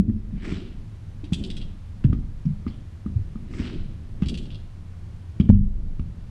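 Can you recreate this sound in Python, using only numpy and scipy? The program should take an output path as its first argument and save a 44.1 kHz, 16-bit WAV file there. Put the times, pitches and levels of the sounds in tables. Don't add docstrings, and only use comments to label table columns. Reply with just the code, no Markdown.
import sys
import numpy as np
from scipy import signal
from scipy.fft import rfft, irfft, next_fast_len
from scipy.io import wavfile
from scipy.ndimage import map_coordinates

SR = 44100
rng = np.random.default_rng(int(sys.argv[2]) if len(sys.argv) > 2 else 0)


def invert_db(level):
    return 10 ** (np.asarray(level, dtype=float) / 20)


def persist_wave(psi):
    counts = np.round(np.clip(psi, -1, 1) * 32767).astype(np.int16)
    wavfile.write(sys.argv[1], SR, np.atleast_2d(counts).T)


N = 277830


def unit(x):
    return x / np.sqrt(np.mean(x ** 2) + 1e-20)


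def along(points, hz):
    f, v = np.transpose(points)
    return np.interp(np.log(hz + 1), np.log(f + 1), v)


def filtered(x, response):
    m = next_fast_len(len(x) + 8192)
    return irfft(rfft(x, m) * response(np.fft.rfftfreq(m, 1 / SR)), m)[:len(x)]


def noise(spectrum, count):
    return unit(filtered(rng.standard_normal(count), lambda hz: invert_db(along(spectrum, hz))))


def wobble(rate):
    knots = rng.standard_normal(int(N * rate / SR) + 4)
    return map_coordinates(knots, [np.arange(N) * rate / SR])


def ring(t, hz, t60, rise):
    return np.sin(2 * np.pi * hz * t) * invert_db(-60 * t / t60) * (1 - np.exp(-(t / rise) ** 2))


def add(track, s, sound):
    start = round(s * SR)
    sound = sound[max(-start, 0):]
    part = track[max(start, 0):][:len(sound)]
    part += sound[:len(part)]


def swells(times, peaks_db, rise_db_s, fall_db_s, held=0):
    late = np.arange(N) / SR - np.asarray(times)[:, None]
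    slope_db = np.minimum(rise_db_s * late, fall_db_s * (held - late))
    return np.asarray(peaks_db)[:, None] + np.minimum(0, slope_db)


# t/s, peak level/dB, f/Hz, t60/s
THUMPS = [
    (-.006, -11.5, 190, .065),
          (0.094, -20.5, 209.3, 0.12), (0.519, -21, 157, 0.039), (1.231, -35.5, 294, 0.068),
           (1.318, -14, 170, 0.045), (1.408, -25.5, 209, 0.054), (2.042, -6, 145, 0.047),
           (2.126, -16.5, 233, 0.028), (2.662, -19, 226, 0.036), (3.057, -20, 199, 0.04),
           (3.352, -28.5, 212, 0.058), (3.534, -24, 210, 0.021), (3.595, -17, 230, 0.032),
           (4.218, -13.5, 177, 0.05), (4.262, -21, 162, 0.042), (4.325, -21.5, 201.2, 0.032),
           (5.396, -7, 174, 0.043), (5.992, -13.5, 136, 0.018)]


def bounces():
    out, t = np.zeros(N), np.arange(SR // 5) / SR
    lag_s, push_db, push_hz, push_t60_s = .003, 3, 66, 0.089
    for s, db, hz, t60 in THUMPS:
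        ball = invert_db(db + 9.5) * ring(t, hz, t60, rise=0.0026)
        slab = invert_db(db + push_db) * ring(t, push_hz, push_t60_s, rise=0.01)
        add(out, s + lag_s, ball - slab)
    return out


# t/s, rolling level/dB, shudder level/dB
STIRS = [
    (0.0, -38, -52.5),
    (.52, -33, -36.5),
    (1.43, -36, -30),
    (2.12, -72, -33.5),
    (3.2, -52.5, -38),
    (3.63, -32.5, -35.5),
    (3.75, -43, -40),
    (4.33, -34.5, -34),
    (5.55, -41, -40.5),
    (6.05, -63, -36),
]


def stirred(peaks_db, rest_db, rise_db_s, fall_db_s):
    times = [row[0] for row in STIRS]
    power = invert_db(swells(times, peaks_db, rise_db_s, fall_db_s)) ** 2
    return np.sqrt(power.sum(axis=0) + invert_db(rest_db) ** 2)


# t/s, depth level/dB
DUCKS = [
    (-.02, 8.5),
    (2.05, 2.2),
    (5.405, 2.5),
    (5.51, 9),
]


def ducking():
    drop_s, recover_s = .008, 0.25
    s, depth_db = np.transpose(DUCKS)[:, :, None]
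    late = np.clip(np.arange(N) / SR - s, 0, None)
    return -np.sum(depth_db * (1 - np.exp(-late / drop_s)) * np.exp(-late / recover_s), axis=0)


# f/Hz, level/dB (per Hz)
RUMBLE = [(8, -26.5), (18, 8), (40, -2.5), (62, -8), (110, -9.5), (147, -6.5), (200, -12), (360, -31.5),
          (530, -33.5), (900, -50.5), (1500, -120)]
# f/Hz, level/dB (per Hz)
HISS = [(240, -46.5), (400, -4.5), (600, -5), (1000, -7), (2000, -11.5), (4000, -16.5), (8000, -24.5),
        (10000, -28), (13000, -35.5), (15300, -56), (17000, -100)]


def background():
    t, duck_db = np.arange(N) / SR, ducking()
    shudder = stirred(np.transpose(STIRS)[2], rest_db=-41, rise_db_s=55, fall_db_s=39)
    rumble = shudder * invert_db(1 + 2.42 * wobble(6.6)) * noise(RUMBLE, count=N)
    duct = noise([(30, -100), (62, -15.0), (76, 16.0), (85, 13.5), (95, 9.5), (106, 14.0),
                  (135, -11.0), (260, -110)], count=N)
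    drone = invert_db(-43 + 0.43 * duck_db + 3.5) * duct
    flicker = 2 * np.cos(2 * np.pi * 15.5 * t)
    whine = invert_db(-86) * flicker * np.sin(2 * np.pi * 9635 * t + wobble(8))
    hiss = invert_db(-60.5) * noise(HISS, count=N)
    return rumble + drone + invert_db(duck_db) * (hiss + whine)


def rolling():
    travel = stirred(np.transpose(STIRS)[1], rest_db=-59, rise_db_s=103.5, fall_db_s=74.5)
    murmur = noise([(60, -100), (130, -31), (190, 1.5), (260, -2.5), (380, -7.0), (480, -23.5),
                    (700, -28.5), (1400, -110)], count=N)
    return travel * invert_db(1.85 * wobble(25)) * murmur


# t/s (delay), level/dB
ECHOES = [
    (0.0096, -8),
    (0.02, -11),
    (.052, -20),
]


def early_echoes(thumps, metal, rubber):
    out = np.zeros(N)
    for s, db in ECHOES:
        add(out, s, invert_db(db) * (invert_db(-9) * metal + invert_db(-9) * rubber + invert_db(-10.0) * thumps))
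    return out


# f/Hz, t60/s
HALL = [(40, 0.85), (120, 0.52), (250, 0.44), (600, 0.37), (3000, 0.56), (6000, 0.44), (12000, 0.19)]


def hall(x):
    out, step = np.zeros(N), SR // 2
    starts = range(-step, N, step)
    hz, t, z = signal.stft(rng.standard_normal((len(starts), 3 * step // 2)), SR, nperseg=1024)
    fading = z * invert_db(-60 * t / along(HALL, hz)[:, None])
    tails = signal.istft(fading, SR, nperseg=1024)[1]
    padded, window = np.pad(x, (step, 2 * step)), signal.get_window("hann", 2 * step)
    for start, tail in zip(starts, tails):
        stretch = padded[start + step:][:2 * step] * window
        add(out, start / SR + .012, signal.fftconvolve(stretch, tail / np.linalg.norm(tail)))
    return out


# f/Hz, t60/s
BOOM_TONES = [
    [(21, 1.62), (45, 1.5)],
    [(92, 0.24), (108, 0.21)],
    [(150, 0.27), (165, 0.16)],
    [(200, 0.24), (222, 0.13)],
]
# t/s, then sway, deep, middle and upper level/dB
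HARD_BOOMS = [
    (0.079, -27, -16, -27, -16),
    (2.042, -22.5, -8, -22, -38.5),
    (5.49, -12, -3.5, -27.5, -3),
    (5.52, -15.5, -28, -25, -34),
    (5.59, -21, -20, -19, -28.5),
]
# t/s, then sway, deep, middle and upper level/dB
SOFT_BOOMS = [
    (0.321, -29, -40, -27, -21),
    (2.45, -28.5, -25, -11.5, -14),
    (3.153, -31.5, -10.5, -48, -52),
]


def booms():
    out, t = np.zeros(N), np.arange(SR * 5 // 4) / SR
    fade = np.cos(np.pi / 2 * t / t[-1])
    lag_s, hard_contact_s, soft_contact_s = .0003, 0.002, .007
    blows = [(row, hard_contact_s) for row in HARD_BOOMS]
    blows += [(row, soft_contact_s) for row in SOFT_BOOMS]
    for (s, *levels), contact in blows:
        for db, pair in zip(levels, BOOM_TONES):
            tones = sum(ring(t, hz, t60, contact * (1 + (45 / hz) ** 2)) for hz, t60 in pair)
            add(out, s + lag_s, -invert_db(db - 1.5) * fade * tones)
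    heavy = signal.butter(4, 280, fs=SR, output="sos")
    return signal.sosfilt(heavy, out)


# t/s, peak level/dB, centre f/Hz, t60/s, shell ring level/dB
SLAPS = [(0.095, -51, 1830, 0.043, -58), (0.446, -39, 2010, 0.045, -55), (0.5172, -34, 2180, 0.0376, -41.5),
         (1.24, -47.5, 2600, 0.11, -61), (1.321, -38, 805, 0.071, -62), (2.04, -28, 2880, 0.018, -49.5),
         (2.047, -32, 1860, 0.032, -55), (2.1279, -36, 2010, 0.0448, -37), (2.14, -46, 1800, 0.043, -62),
         (2.6653, -45.5, 2160, 0.045, -36.5), (2.676, -40, 2100, 0.049, -57),
         (3.0623, -53, 1900, 0.075, -41.5), (3.356, -57, 3150, 0.04, -45.5),
         (3.5362, -37, 1950, 0.046, -46), (3.5874, -45, 2030, 0.043, -57), (3.627, -36.5, 2930, 0.054, -53),
         (4.2204, -28, 2920, 0.028, -44), (4.2303, -36.5, 3050, 0.1, -45),
         (5.3988, -27, 2390, 0.025, -50.5), (5.4902, -29.5, 1870, 0.024, -41),
         (5.9948, -40, 2340, 0.027, -47)]
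# t/s, peak level/dB, centre f/Hz, t60/s
SCUFFS = [
    (2.456, -42, 5200, 0.022),
    (2.679, -45.5, 4600, 0.11),
    (2.699, -51.5, 3230, 0.47),
    (5.409, -26.5, 3100, 0.017),
    (5.414, -45, 4584, 0.026),
    (5.425, -46, 3280, 0.04),
    (5.452, -45.5, 3067, 0.048),
    (5.518, -54, 2700, .03),
    (5.543, -46.5, 2630, .04),
]
# f/Hz, level/dB (per Hz)
SLAP_COLOUR = [(410, -15), (700, -4.5), (1860, -6), (3170, -6), (4070, -13.5), (6780, -24.5), (9570, -33),
               (12000, -38.5), (15600, -64), (22000, -120)]


def slaps():
    out, t = np.zeros(N), np.arange(SR // 4) / SR
    for s, db, centre_hz, t60, *_ in SLAPS + SCUFFS:
        def colour(hz):
            bright_band = np.exp(-(np.log((hz + 1) / centre_hz) / 0.12) ** 2)
            return 1.1 * invert_db(along(SLAP_COLOUR, hz)) + bright_band
        burst = unit(filtered(rng.standard_normal(len(t)), colour))
        add(out, s, invert_db(db - 5) * burst * invert_db(-60 * t / t60) * (1 - np.exp(-t / 0.0013)))
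    for s, *_, shell_db in SLAPS:
        add(out, s, invert_db(shell_db + 5) * ring(t, 1227, 0.023, rise=0.0007))
    return out


# full speed t/s, held t/s, level/dB, grit bites at t/s, grit level/dB
SWEEPS = [
    (.465, 0.052, -45.5, .45, -54.5),
    (3.61, 0.033, -44, 3.535, -55),
]
# f/Hz, level/dB (per Hz)
BLADE = [(250, -40), (450, -3), (800, -4), (1300, 0), (2000, -2), (3000, -3), (4500, -8), (6000, -30),
         (9000, -110)]
# f/Hz, level/dB (per Hz)
GRIT = [(3800, -44), (4800, -4.5), (5800, -5.5), (6700, -11.5), (7900, -6), (9500, -22), (12000, -37),
        (14000, -76)]


def sweeps():
    out, t = np.zeros(N), np.arange(N) / SR
    band_low_hz, band_high_hz, climb_s = 2090, 2980, 0.021
    grit = invert_db(3.1 * wobble(900) + 0.83 * wobble(40)) * rng.standard_normal(N)
    body = unit(filtered(grit, lambda hz: invert_db(along(BLADE, hz))))
    treble = unit(filtered(grit, lambda hz: invert_db(along(GRIT, hz))))
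    centres = np.array([1500, 2100, 2800, 3800])
    bands = [unit(filtered(grit, lambda hz: np.exp(-(np.log((hz + 1) / c) / .24) ** 2)))
             for c in centres]
    for s, held, db, bite, treble_db in SWEEPS:
        grit_db, = swells([bite], [treble_db], 500, 116, s + held - bite)
        speed_db, = swells([s], [0], 144, 75, held)
        climb = np.clip((t - s - held) / climb_s / 2 + 0.49, 0, 1)
        hz = band_low_hz + (band_high_hz - band_low_hz) * climb
        place = np.interp(hz, centres, np.arange(len(centres)))
        bright = sum(np.sqrt(np.clip(1 - abs(place - k), 0, 1)) * b for k, b in enumerate(bands))
        broad = 2.07 * invert_db(0.17 * speed_db) * body
        out += invert_db(db + speed_db - 10.5) * (broad + bright)
        out += invert_db(grit_db - 6.0) * treble
    return out


# t/s, peak level/dB, brightness level/dB
RATTLE = [(1.2417, -45, -13), (1.3253, -37, -10), (1.3328, -23, -11), (1.3865, -49.5, 3), (1.427, -50, -5),
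          (1.4381, -31, -15.5), (1.463, -51, 2), (1.502, -30.5, -15), (1.552, -63, 9), (1.5674, -31, -15),
          (1.6074, -46, -34), (1.6146, -37.5, -21), (4.259, -33, -18), (4.2848, -26, -12.5),
          (4.3395, -42, -25), (4.342, -31, -17), (4.375, -31.5, -12), (4.427, -49, -6), (4.455, -44.5, -16),
          (4.5044, -42, -23.5), (4.5228, -44, -33.5), (4.5454, -40, -20)]
# f/Hz, level/dB, t60/s
GRILLE = [(2417, -19, 0.086), (2729, -9, 0.07), (3101, -13, 0.098), (3338, 0, 0.048), (3763, -14, 0.088),
          (4576, -8, 0.06), (5146, -13, 0.092), (5825, -27, 0.14), (6288, -27, 0.14), (7257, -21, 0.091),
          (7973, -31, 0.2), (8495, -25, 0.065), (9028, -38, 0.26), (9674, -33, 0.098), (10680, -40, 0.18),
          (10990, -37, 0.1)]


def rebound(x):
    delay_s, level_db = .0098, -2.5
    return x + invert_db(level_db) * np.pad(x, (round(delay_s * SR), 0))[:N]


def rattle():
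    tone, loose, t = np.zeros(N), np.zeros(N), np.arange(SR // 4) / SR
    hz, level, t60 = np.transpose(GRILLE)[:, :, None]
    luck = rng.standard_normal((len(RATTLE), 2, len(GRILLE), 1))
    buzz_fade = invert_db(-60 * t / 0.048) + .5 * invert_db(-60 * t / 0.0063)
    buzz_shape = buzz_fade * (1 - np.exp(-(t / 0.00022) ** 2))
    for (s, db, bright_db), (size, detune) in zip(RATTLE, luck):
        tilt_db = (bright_db + 15.0) * np.clip(hz / 4000 - 1, 0, 1)
        strength = invert_db(2.5 * size) * invert_db(level * 0.94 + tilt_db)
        tones = ring(t, hz * (1 + 0.0044 * detune), np.minimum(t60, .048), rise=0.0017)
        add(tone, s, invert_db(db - 9.5) * np.sum(strength * tones, axis=0))
        buzz = noise([(600, -70), (1200, -16.5), (2200, -14), (2700, 2.0), (3500, 3.0), (5300, -10.0),
                      (6800, bright_db - 2), (8200, bright_db), (11000, bright_db - 17.5),
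                      (15000, -53), (18000, -100)], count=len(t))
        add(loose, s, invert_db(db - 6.5) * buzz * buzz_shape)
    return rebound(tone), rebound(loose)


# t/s, peak level/dB
SNAPS = [
    (5.5022, -25),
]


def snap():
    out, u = np.zeros(N), np.arange(SR // 100) / SR / .00012
    for s, db in SNAPS:
        add(out, s, -invert_db(db) * u * np.exp(1 - u))
    return out


def scene():
    thumps, panel, rubber, blade = bounces(), booms(), slaps(), sweeps()
    tone, loose = rattle()
    reflected = thumps * (1 - np.exp(-(np.arange(N) / SR / .004) ** 2))
    early = early_echoes(reflected, tone + loose, rubber)
    wet = invert_db(-21.0) * tone + invert_db(-10) * loose + invert_db(-16) * rubber
    wet += invert_db(-7) * reflected + invert_db(-13.5) * panel + invert_db(-8.0) * blade
    direct = thumps + tone + loose + rubber + panel + blade + snap()
    return (direct + early + hall(wet) + rolling() + background())[None]


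def top_cut(x):
    return signal.sosfilt(signal.butter(12, 15480, fs=SR, output="sos"), x)


def record(dry):
    top = .93
    limited = dry / (1 + abs(dry / top) ** 12) ** (1 / 12)
    return top_cut(limited)


dry = scene()
out = record(dry)
persist_wave(out)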